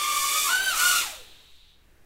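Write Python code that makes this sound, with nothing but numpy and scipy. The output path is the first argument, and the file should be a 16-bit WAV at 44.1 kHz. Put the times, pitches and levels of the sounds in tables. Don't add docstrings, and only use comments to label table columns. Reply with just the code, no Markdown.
import sys
import numpy as np
from scipy import signal
from scipy.fft import rfft, irfft, next_fast_len
from scipy.io import wavfile
from scipy.ndimage import map_coordinates

SR = 44100
rng = np.random.default_rng(int(sys.argv[2]) if len(sys.argv) > 2 else 0)


def transcribe(u):
    v = np.clip(np.atleast_2d(u).T, -1, 1)
    q = np.round(v * 32767).astype(np.int16)
    wavfile.write(sys.argv[1], SR, q)


N = 90537

# time in seconds, blade-pass rate in Hz.
ROTOR_A_HZ = [(0, 1185), (0.118, 1199), (0.198, 1175), (.3, 1189), (0.349, 1236), (.47, 1232), (.5, 1416),
              (0.528, 1495), (.58, 1507), (0.619, 1545), (.69, 1533), (.755, 1240), (.795, 1467),
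              (.87, 1444), (0.921, 1471), (.97, 1415)]
ROTOR_B_HZ = [(0, 1110), (.07, 1095), (.22, 1176), (.46, 1170), (.5, 1360), (.56, 1455), (.63, 1540),
              (.68, 1535), (.71, 1400), (.76, 1130), (.81, 1300), (.85, 1435), (.89, 1425), (0.929, 1360),
              (.97, 1380)]
ROTOR_C_HZ = [(0, 1170), (.1, 1150), (.2, 1170), (0.269, 1175), (0.368, 1162), (0.468, 1156), (0.529, 950),
              (0.619, 660), (.72, 620), (.82, 1020), (0.871, 1079), (0.921, 1141), (.97, 1185)]
ROTOR_D_HZ = [(0, 1075), (.18, 1095), (0.301, 1115), (.4, 1165), (0.469, 1130), (0.519, 900), (.62, 600),
              (.7, 563), (.77, 1055), (0.818, 1200), (0.881, 1190), (.97, 1300)]
# blade tone gain in dB, overtone gain in dB, imbalance gain in dB.
ROTOR_MIX_DB = [(-34, -38, -44.5), (-35.5, -38.5, -44.5), (-38, -35.5, -48.5), (-36.5, -35, -46.5)]
# multiple of the blade rate, relative level in dB.
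OVERTONES_DB = [(2, 0), (3, -2.5), (4, -5.5), (5, -5.5), (6, -6.5), (8, -11), (11, -18.5)]
# odd multiple of the shaft rate, relative level in dB.
IMBALANCE_DB = [(1, -5.5), (3, -0.5), (5, 4.5), (7, -7.5), (11, -7), (19, -13)]
# time in seconds, gain in dB.
TONE_ENVELOPE_DB = [(0, -5), (.05, 2), (.2, 0.5), (.24, 6), (.3, 0.5), (.34, -3.5), (.52, 0), (.63, -1),
                    (.78, -1.5), (.86, 2.5), (.97, 0), (1.0, -5.5), (1.2, -8.5), (1.45, -19.5)]
HISS_ENVELOPE_DB = [(0, -30), (.13, -29.5), (.17, -26.5), (.48, -24.5), (.53, -31.5), (.6, -42.5),
                    (.74, -30.5), (.8, -22.5), (.89, -22), (.97, -25), (1.06, -37.5), (1.22, -61),
                    (1.5, -67), (1.8, -81.5)]
DRAUGHT_ENVELOPE_DB = [(0, -56), (.24, -54), (.45, -56), (.68, -55), (.74, -49.5), (.85, -50.5),
                       (1.15, -52.5), (1.3, -55.5), (1.7, -57), (1.85, -58)]
ROOM_NOISE_ENVELOPE_DB = [(1.4, -61.5), (1.6, -73.5), (1.77, -66.5), (1.85, -62.5), (2.05, -61)]
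# frequency in Hz, relative density in dB.
WASH_SPECTRUM_DB = [(40, -11), (130, -15.5), (300, -1.5), (600, -4), (1100, -0.5), (1750, -1.5),
                    (2700, 4.5), (4200, -2), (7000, -15), (15000, -11.5)]
HISS_SPECTRUM_DB = [(300, -29.5), (1700, -16), (2400, -11), (3400, -6.5), (4200, -5.5), (5100, -2.5),
                    (6200, 0), (7200, 2.5), (8400, 1.5), (9800, -4), (12500, -3), (15500, -9.5)]
RUB_SPECTRUM_DB = [(500, -37.5), (1000, -37), (2100, -17.5), (2800, -9), (3300, -3.5), (3850, 1),
                   (4300, -7), (5000, -17), (9000, -27), (15000, -35)]
DRAUGHT_SPECTRUM_DB = [(10, 8), (28, 2), (45, -8), (75, -14), (120, -16.5), (200, -27.5), (600, -62)]
ROOM_NOISE_SPECTRUM_DB = [(20, -2.5), (65, -8), (110, -9.5), (200, -14), (400, -14), (900, -24),
                          (1700, -20), (3500, -32), (7000, -33.5), (15000, -35)]
# frequency in Hz, time to fall 60 dB in seconds.
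ROOM_T60_S = [(200, 0.41), (1400, 0.37), (4000, 0.52), (12000, 0.48)]

HOVER_HZ, HOVER_HISS_DB = 1200, -28
CUT_S, HALF_SPEED_S, RUB_STOP_S = 1, .11, 1.775
TONE_DB_PER_OCTAVE, OVERTONE_DB_PER_OCTAVE = 16, 17.5


def amp(db):
    return 10 ** (np.asarray(db) / 20)


def unit_rms(x):
    return x / np.sqrt(np.mean(x ** 2) + 1e-20)


def log_lookup(rows, at):
    frequencies, values = np.transpose(rows)
    return np.interp(np.log(at + 1e-9), np.log(frequencies), values)


def time_s():
    return np.arange(N) / SR


def curve(rows):
    return np.interp(time_s(), *np.transpose(rows))


def wobble(knots_per_s, step=8):
    at_s = np.arange(0, N + step, step) / SR
    spline = map_coordinates(rng.standard_normal(4096), [at_s * knots_per_s], mode="wrap")
    return np.interp(time_s(), at_s, spline)


def filtered(x, gain_at_hz):
    size = next_fast_len(N + SR // 2)
    return irfft(rfft(x, size) * gain_at_hz(np.fft.rfftfreq(size, 1 / SR)), size)[..., :N]


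def coloured(x, spectrum_db):
    return unit_rms(filtered(x, lambda hz: amp(log_lookup(spectrum_db, hz))))


def noise(spectrum_db):
    return coloured(rng.standard_normal(N), spectrum_db)


def harmonics(phase_rad, orders, levels_db, size=8192):
    lines = np.zeros(size // 2 + 1, complex)
    lines[orders] = amp(log_lookup(levels_db, orders)) * np.exp(2j * np.pi * rng.random(len(orders)))
    return unit_rms(irfft(lines))[(phase_rad / (2 * np.pi) * size).astype(int) % size]


def blade_whine(octaves, phase_rad, tone_db, overtone_db, imbalance_db, flutter_db=3.5, scatter_rad=.26):
    level_db = tone_db + curve(TONE_ENVELOPE_DB) + TONE_DB_PER_OCTAVE * octaves
    tone = amp(level_db + flutter_db * wobble(35.12)) * np.sqrt(2) * np.sin(phase_rad)
    inflow_db = curve(HISS_ENVELOPE_DB) - HOVER_HISS_DB
    rough_rad = phase_rad + scatter_rad * amp(.4 * inflow_db) * wobble(300)
    overtone_gain = amp(overtone_db + flutter_db * wobble(110))
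    overtones = overtone_gain * harmonics(rough_rad, np.arange(2, 12), OVERTONES_DB)
    imbalance = amp(imbalance_db) * harmonics(rough_rad / 2, np.arange(1, 22, 2), IMBALANCE_DB)
    return tone + amp(OVERTONE_DB_PER_OCTAVE * octaves + .2 * inflow_db) * (overtones + imbalance)


def air_wash(octaves, hover_db=-44.5, db_per_octave=11):
    return amp(hover_db + db_per_octave * octaves) * noise(WASH_SPECTRUM_DB)


def blade_hiss(phase_rad, chop_depth=.56):
    return noise(HISS_SPECTRUM_DB) * (1 + chop_depth * np.cos(phase_rad))


def brush_ticks(blade_hz, phase_rad, spread_db=.5):
    impulses = np.diff(phase_rad // (2 * np.pi), prepend=0)
    return impulses * amp(-spread_db * rng.standard_normal(N)) / np.sqrt(blade_hz)


def blade_rate_hz(powered_hz):
    return curve(powered_hz) / (1 + np.maximum(time_s() - CUT_S, 0) / HALF_SPEED_S)


def motor_rub(ticks, hover_db=-44, db_per_octave=6, ticks_over_friction_db=5, fade_s=.042):
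    turning = np.clip((RUB_STOP_S - time_s()) / fade_s, 0, 1)
    drive = amp(ticks_over_friction_db) * unit_rms(ticks) + rng.standard_normal(N)
    shell = coloured(drive, RUB_SPECTRUM_DB)
    octaves = np.log2(blade_rate_hz(ROTOR_A_HZ) / HOVER_HZ)
    return turning * amp(hover_db + db_per_octave * octaves + .8 * wobble(82)) * shell


def drone(speed_jitter=.005, hiss_trim_db=-2):
    whine_and_wash, hiss, ticks = np.zeros((3, N))
    for powered_hz, mix_db in zip([ROTOR_A_HZ, ROTOR_B_HZ, ROTOR_C_HZ, ROTOR_D_HZ], ROTOR_MIX_DB):
        blade_hz = blade_rate_hz(powered_hz) * (1 + speed_jitter * wobble(130))
        phase_rad = 2 * np.pi * (np.cumsum(blade_hz) / SR + rng.uniform())
        octaves = np.log2(blade_hz / HOVER_HZ)
        whine_and_wash += blade_whine(octaves, phase_rad, *mix_db) + air_wash(octaves)
        hiss += blade_hiss(phase_rad)
        ticks += brush_ticks(blade_hz, phase_rad)
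    hiss_db = curve(HISS_ENVELOPE_DB) + hiss_trim_db + .59 * wobble(120)
    return whine_and_wash + amp(hiss_db) * unit_rms(hiss) + motor_rub(ticks)


def room_response(echoes=8, walls_db=-7.5, tail_db=-4):
    hz, age_s, spectra = signal.stft(rng.standard_normal(SR // 3), SR, nperseg=256)
    decay = amp(-60 * age_s / log_lookup(ROOM_T60_S, hz)[:, None])
    tail = signal.istft(spectra * decay, SR, nperseg=256)[1]
    tail = np.pad(tail, (SR // 150, 0))
    response = amp(tail_db) * tail / np.linalg.norm(tail)
    delays_s = rng.uniform(.002, .02, echoes)
    response[(delays_s * SR).astype(int)] += amp(walls_db) * rng.choice([-1, 1], echoes) / np.sqrt(echoes)
    response[0] = 1
    return response / np.linalg.norm(response)


def room(x, renew_s=.11):
    hop = int(renew_s * SR)
    padded = np.pad(x, (hop, 2 * hop))
    out = np.zeros(N + 2 * SR)
    for start in range(0, N + hop, hop):
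        heard = signal.fftconvolve(padded[start:start + 2 * hop] * np.hanning(2 * hop), room_response())
        out[start:start + len(heard)] += heard
    return out[hop:hop + N]


def background(hum_hz=64.8, hum_db=-65.5, draught_trim_db=1):
    hum = amp(hum_db + 2 * wobble(3.5)) * np.sin(2 * np.pi * hum_hz * time_s())
    draught = amp(curve(DRAUGHT_ENVELOPE_DB) + draught_trim_db) * noise(DRAUGHT_SPECTRUM_DB)
    room_noise = amp(curve(ROOM_NOISE_ENVELOPE_DB)) * noise(ROOM_NOISE_SPECTRUM_DB)
    return draught + room_noise + hum


def scene():
    mono = room(drone()) + background()
    return np.array([mono, mono])


def record(dry):
    return filtered(dry, lambda hz: hz < 15760)


dry = scene()
out = record(dry)
transcribe(out)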